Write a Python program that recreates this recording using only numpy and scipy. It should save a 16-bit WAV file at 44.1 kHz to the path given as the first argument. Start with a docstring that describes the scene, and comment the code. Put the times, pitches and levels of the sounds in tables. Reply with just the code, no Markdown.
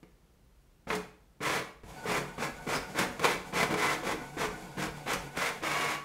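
"""In a small room, an inkjet printer prints a page, heard in mono from just in front of its output tray.
Over a low, steady rumble, the print head slides to and fro with a thin whine and rocks the machine
at each turn. The feed motor pushes the sheet on in short steps: the gears take up their slack with a
thud, then rattle and whine in the plastic casing while paper scrapes and levers clack.
The sheet squeaks once on the tray lip, and a last long run carries it out."""
import sys
import numpy as np
from scipy import signal
from scipy.fft import rfft, irfft
from scipy.io import wavfile

SR = 44100
rng = np.random.default_rng(int(sys.argv[2]) if len(sys.argv) > 2 else 0)


def file_out(sig):
    """Save sig as 16-bit WAV at sys.argv[1]."""
    # one column per channel
    cols = np.atleast_2d(sig).T
    # limit, then scale
    lim = np.clip(cols, -1, 1)
    pcm = np.round(lim * 32767).astype(np.int16)
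    wavfile.write(sys.argv[1], SR, pcm)


N = 266408
TIME = np.arange(N) / SR

# The tone of the room's rumble. Each row: frequency in Hz, relative level in dB.
ROOM_COLOUR = [(15, -43), (25, -17), (37, -7), (55, -6.5), (68, -10.5), (86, -22), (152, -16.5), (215, -23),
               (457, -27), (582, -31), (919, -33.5), (2420, -40), (15500, -49)]
# The tone of the sliding print head. Each row: frequency in Hz, relative level in dB.
SLIDE_COLOUR = [(30, -2.5), (100, -8), (150, 3.5), (350, -6), (850, 1), (1150, -9.5), (2400, -11),
                (3200, -14.5), (5500, -17), (7000, -15.5), (9000, -19), (11200, -20), (15500, -29.5)]
# The tone of the paper feed and its knocks. Each row: frequency in Hz, relative level in dB.
FEED_COLOUR = [(30, -13), (90, -8.5), (140, -4.5), (350, -1.5), (800, 1.5), (1500, -0.5), (2300, -1.5),
               (2900, -7.5), (4500, -11.5), (7000, -14), (9700, -19), (11000, -19.5), (13000, -25),
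               (16000, -28)]
# Where the casing's panels ring. Each row: frequency in Hz, width in Hz, boost in dB.
PANEL_RINGS = [(144.7, 18, 12.5), (181.5, 13, 12), (242.5, 26, 4), (315, 39, 7), (423.4, 15.4, 7.5),
               (467, 65, 7.5), (556, 8.1, 3.5), (728, 26, 3.5), (900, 110, -0.5), (1037, 205, 3.5),
               (1530, 170, 2), (1960, 36, -0.5), (2256, 290, 3), (3450, 140, 3.5)]
# The print head sets off or turns round. Each row: time in seconds, level of the rocking in dB.
HEAD_TURNS = [(1.836, -45), (2.24, -55), (2.519, -50), (2.779, -44), (3.07, -47), (3.36, -49),
              (3.85, -46.5), (4.14, -49), (4.482, -44), (4.878, -44), (5.17, -43)]
# The tones of the print head's motor. Each row: pitch in Hz, relative level in dB.
HEAD_TONES = [(737, -1), (900, -3), (1470, 0), (2204, -9), (4607, -14), (6896, -21)]
# Runs long enough for the exit rollers to sing.
# Each row: start in seconds, stop in seconds, level in dB, boost of the high tones in dB.
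EXIT_RUNS = [(1.45, 1.81, -47, -9), (5.41, 5.62, -45, -7), (5.63, 6.09, -36.5, 1)]
# The tones of the exit rollers' gears. Each row: pitch in Hz, relative level in dB.
EXIT_TONES = [(301, -12), (565, -9), (1001, -8), (1045, -8), (1125, 0), (2202, -6), (2252, -3), (2815, -10),
              (4221, -22)]
# Clacks of levers and the sheet's edge.
# Each row: time in seconds, level in dB, boost of the low thud in dB, boost of the high snap in dB.
CLACKS = [(0.03, -51, 15, -3), (.903, -21, 0, -17), (0.931, -28, 6, -7), (0.952, -43, 10, 20),
          (1.835, -48.5, 18, -3.5), (2.989, -23, 1, 7.5), (3.195, -30, 7, 1), (3.244, -15, -0.5, -3),
          (3.252, -19, -15, 1), (3.63, -20, 3, -2), (3.71, -27.5, 9.5, -6), (3.741, -24, 3, -2.5),
          (4.114, -29.5, -2, -1), (4.217, -47.5, 22, -13), (5.08, -27, -10, -11), (5.134, -28.5, -14, 9.5),
          (5.372, -29, 7, 3.5), (5.636, -27.5, 6, -4)]
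# The tones of the feed gears' teeth at full speed. Each row: pitch in Hz, relative level in dB.
GEAR_TONES = [(980, -7), (1078, -8), (1351, -5), (1750, -11), (2024, 0), (2153, -6), (2250, -8),
              (2702, -15), (3042, -15)]
# The steps that move the paper. Each row: start in seconds, stop in seconds, rattle level in dB,
# rumble in dB compared with the rattle, gear whine level in dB, opening knock level in dB.
FEED_STEPS = [(0.87, 0.988, -35.5, 4, -56, -44), (1.404, 1.628, -30, -3.5, -42, -42),
              (2.053, 2.226, -30.5, 0, -42, -37), (2.378, 2.5, -32.5, 0, -60, -33.5),
              (2.666, 2.813, -31, -1, -58, -34.5), (2.946, 3.074, -28.5, 1, -43, -36),
              (3.206, 3.377, -30, 0, -42, -48), (3.525, 3.675, -28, -2, -34, -39),
              (3.691, 3.764, -31, 5, -43, -37), (3.755, 3.978, -29.5, -4.5, -34.5, -44),
              (4.023, 4.17, -34, 4, -46, -45), (4.368, 4.496, -30.5, 0, -52, -34.5),
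              (4.77, 4.896, -32.5, 0, -60, -34.5), (5.061, 5.18, -28.5, -2, -37.5, -35),
              (5.35, 5.532, -30.5, -10.5, -39, -46), (5.615, 5.987, -32, -5, -49, -39)]


def amp(db):
    """Turn decibels into a number to multiply a sound by."""
    return 10 ** (np.asarray(db) / 20)


def unit(x):
    """Scale a signal to an average power of one."""
    return x / np.sqrt(np.mean(x ** 2))


def wander(rate):
    """A random curve of typical size one that changes course about rate times a second."""
    return unit(np.interp(TIME * rate, np.arange(4096), rng.standard_normal(4096)))


def colour(x, points, rings=(), size=16384):
    """Shape a sound's tone with a broad curve and the ringing peaks that stand out of it."""
    hz = np.maximum(np.arange(size // 2 + 1) * SR / size, 1)
    point_hz, point_db = np.transpose(points)
    db = np.interp(np.log(hz), np.log(point_hz), point_db)
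    for centre, width, boost in rings:
        db = db + boost / (1 + (2 * (hz - centre) / width) ** 2)
    # Build the filter so that it rings after a hit, never before it.
    cepstrum = irfft(np.log(amp(db)))
    cepstrum[1:size // 2] *= 2
    cepstrum[size // 2 + 1:] = 0
    response = irfft(np.exp(rfft(cepstrum)))
    return signal.fftconvolve(x, response / np.linalg.norm(response))[:N]


def split(x, low_hz=600, high_hz=4000):
    """Split a sound into bass, middle and treble parts that add up to it."""
    bass, below_treble = (signal.sosfiltfilt(signal.butter(2, hz, fs=SR, output="sos"), x)
                          for hz in (low_hz, high_hz))
    return bass, below_treble - bass, x - below_treble


def move(start, stop, ramp_s, brake_s, jerk=0):
    """The speed of one move, from 0 to 1: jerk into motion, speed up, hold, slow down."""
    age = TIME - start
    rise = np.minimum(age / 0.0037, jerk + (1 - jerk) * age / ramp_s)
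    return np.clip(np.minimum(rise, (stop - TIME) / brake_s), 0, 1)


def impacts(rate, scatter_db):
    """Tiny random hits of uneven strength, about rate of them a second."""
    hits = (rng.random(N) < rate / SR) * rng.choice([-1, 1], N)
    strength = amp(scatter_db * np.clip(rng.standard_normal(N), -2, 2))
    return unit(hits * strength)


def whine(tones, flutter, rough_db, sag=0):
    """Gear tones: uneven teeth shake each one's pitch and level, and sag lowers the pitch."""
    out = 0
    for hz, db in tones:
        cycles = np.cumsum(hz * (1 - sag + flutter * wander(120))) / SR
        out = out + amp(db + rough_db * wander(70)) * np.sin(2 * np.pi * cycles)
    return unit(out)


def knocks(rows, tick, rise_s, fade_s, size=8192):
    """Each knock is a tick and a brief chatter of loose plastic that make the casing ring."""
    force, age = np.zeros(N + size), np.arange(size) / SR
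    for time, db, thud_db, snap_db in rows:
        blow = rng.standard_normal(size) * amp(-60 * age / fade_s) * (1 - np.exp(-age / rise_s))
        blow[0] = tick
        bass, middle, treble = split(np.roll(blow, size // 2), low_hz=360)
        first = int(time * SR)
        force[first:first + size] += amp(db) * (amp(thud_db) * bass + middle + amp(snap_db) * treble)
    return colour(force[size // 2:][:N], FEED_COLOUR, PANEL_RINGS)


def room_rumble(db=-62):
    """The low, steady rumble behind everything."""
    return amp(db) * colour(rng.standard_normal(N), ROOM_COLOUR)


def room_echo(x, echo_db, fades_s=(0.48, 0.46, 0.38), build_s=0.0056, size=20000, count=17):
    """Add a small room's echo, which drifts from one pattern to the next; its treble fades first."""
    age = np.arange(size) / SR
    bands = split(rng.standard_normal((count, size)))
    tails = sum(band * amp(-60 * age / fade_s) for band, fade_s in zip(bands, fades_s))
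    tails *= 1 - np.exp(-age / build_s)
    drift, echo = np.linspace(0, count - 1, N), np.zeros(N + size)
    for k, tail in enumerate(tails):
        near = np.flatnonzero(abs(drift - k) < 1)
        blend = np.cos(np.pi / 2 * (drift[near] - k))
        part = signal.fftconvolve(x[near] * blend, tail / np.linalg.norm(tail))
        echo[near[0]:near[0] + len(part)] += part
    return (x + amp(echo_db) * echo[:N]) / np.hypot(1, amp(echo_db))


def head_speed(park_s=5.62):
    """The print head's speed, from 0 to 1: one pass from each turn to the next, until it parks."""
    times = [time for time, _ in HEAD_TURNS] + [park_s]
    return sum(move(start, stop, ramp_s=0.053, brake_s=0.013, jerk=0.22)
               for start, stop in zip(times, times[1:]))


def head_motor(start_s=1.955):
    """The belt motor's whine comes and goes while the head is at speed, strongest on the first pass."""
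    cruise = amp(-54 + 2.5 * wander(13)) * head_speed() ** 3 * (TIME > start_s)
    first_pass = amp(-49.5) * move(start_s, stop=2.2, ramp_s=0.0092, brake_s=0.11)
    return np.maximum(cruise, first_pass) * whine(HEAD_TONES, flutter=0.015, rough_db=4)


def head_slide():
    """The print head rubs along its rail, louder the faster it goes."""
    rubbing = amp(-48.5) * head_speed() * rng.standard_normal(N) * amp(1.9 * wander(40))
    return colour(rubbing, SLIDE_COLOUR, PANEL_RINGS)


def rocking(frame_hz=49, tray_hz=83, tray_db=-5, fade_s=0.42):
    """Each turn of the print head shakes the whole machine on its feet."""
    out = 0
    for time, db in HEAD_TURNS:
        age = np.maximum(TIME - time, 0)
        angle = 2 * np.pi * age * (1 + 0.04 * rng.standard_normal())  # each turn is tuned a bit apart
        shake = np.sin(frame_hz * angle) + amp(tray_db) * np.sin(tray_hz * angle)
        out = out + amp(db - 60 * age / fade_s) * shake
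    return out


def paper_squeak(hz=5050, width_hz=220, db=-45):
    """The sheet's edge rubs the plastic tray lip once: quick slips ring one high note."""
    slips = impacts(rate=900, scatter_db=3)
    ring = signal.lfilter(*signal.iirpeak(hz, hz / width_hz, fs=SR), slips)
    return amp(db) * move(start=2.738, stop=2.795, ramp_s=0.0095, brake_s=0.0088) * unit(ring)


def exit_rollers():
    """The exit gears sing through the longer runs; their high tones grow when they pull the sheet."""
    tones = whine(EXIT_TONES, flutter=0.004, rough_db=3)
    low = split(tones, low_hz=1590)[0]
    high = tones - low
    return sum(amp(db) * move(start, stop, ramp_s=0.032, brake_s=0.26) * (low + amp(high_db) * high)
               for start, stop, db, high_db in EXIT_RUNS)


def lever_clacks():
    """Levers and the sheet's edge strike hard and sharp."""
    return knocks(CLACKS, tick=6.3, rise_s=0.0014, fade_s=0.061)


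def slack_thuds(delay_s=0.001, thud_db=17.5, snap_db=-3):
    """The gears take up their slack with one soft, dull knock as each step starts."""
    rows = [(start + delay_s, db, thud_db, snap_db) for start, *_, db in FEED_STEPS]
    return knocks(rows, tick=2.0, rise_s=0.0029, fade_s=0.069)


def feed_speed(start, stop, jerk):
    """The feed motor's speed, from 0 to 1: every step speeds up and slows down alike."""
    return move(start, stop, ramp_s=0.05, brake_s=0.06, jerk=jerk)


def feed_whine():
    """The feed gears' teeth sing loudest at full speed and drop a little in pitch when slower."""
    loudness, shaft_speed = np.zeros((2, N))
    for start, stop, _, _, db, _ in FEED_STEPS:
        speed = feed_speed(start, stop, jerk=0.235)
        loudness += amp(db) * speed ** 2
        shaft_speed += speed
    return loudness * whine(GEAR_TONES, flutter=0.00505, rough_db=3.5, sag=0.025 * (1 - shaft_speed))


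def paper_feed(slack=0.31, hiss_db=0.54):
    """Gear teeth knock in the casing: first a rumble, then rattle, and paper hiss once the slack goes."""
    rumble, rattle, hiss = np.zeros((3, N))
    for start, stop, db, rumble_db, *_ in FEED_STEPS:
        speed = feed_speed(start, stop, jerk=0.17)
        sheet_speed = np.clip((speed - slack) / (1 - slack), 0, 1)
        rumble += amp(db + rumble_db) * speed ** 0.27
        rattle += amp(db) * speed ** 1.09
        hiss += amp(db + hiss_db) * sheet_speed ** 0.52
    contacts = unit(impacts(rate=1300, scatter_db=2.5) + amp(3.0) * rng.standard_normal(N))
    bass, middle, treble = split(contacts * amp(0.99 * wander(110)))
    return colour(bass * rumble + middle * rattle + treble * hiss, FEED_COLOUR, PANEL_RINGS)


def scene():
    """The printer in its room over a low rumble, the same in both channels."""
    mechanism = paper_feed() + slack_thuds() + lever_clacks() + paper_squeak() + head_slide()
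    casing = room_echo(mechanism, echo_db=-5) + rocking()
    # The gear and motor whines get less echo, so their tones stay steady.
    whines = room_echo(feed_whine() + exit_rollers() + head_motor(), echo_db=-11)
    return np.tile(casing + whines + room_rumble(), (2, 1))


def record(dry, cutoff_hz=15700):
    """Cut off the highest treble steeply."""
    return signal.sosfilt(signal.ellip(12, 0.1, 80, cutoff_hz, fs=SR, output="sos"), dry)


dry = scene()
out = record(dry)
file_out(out)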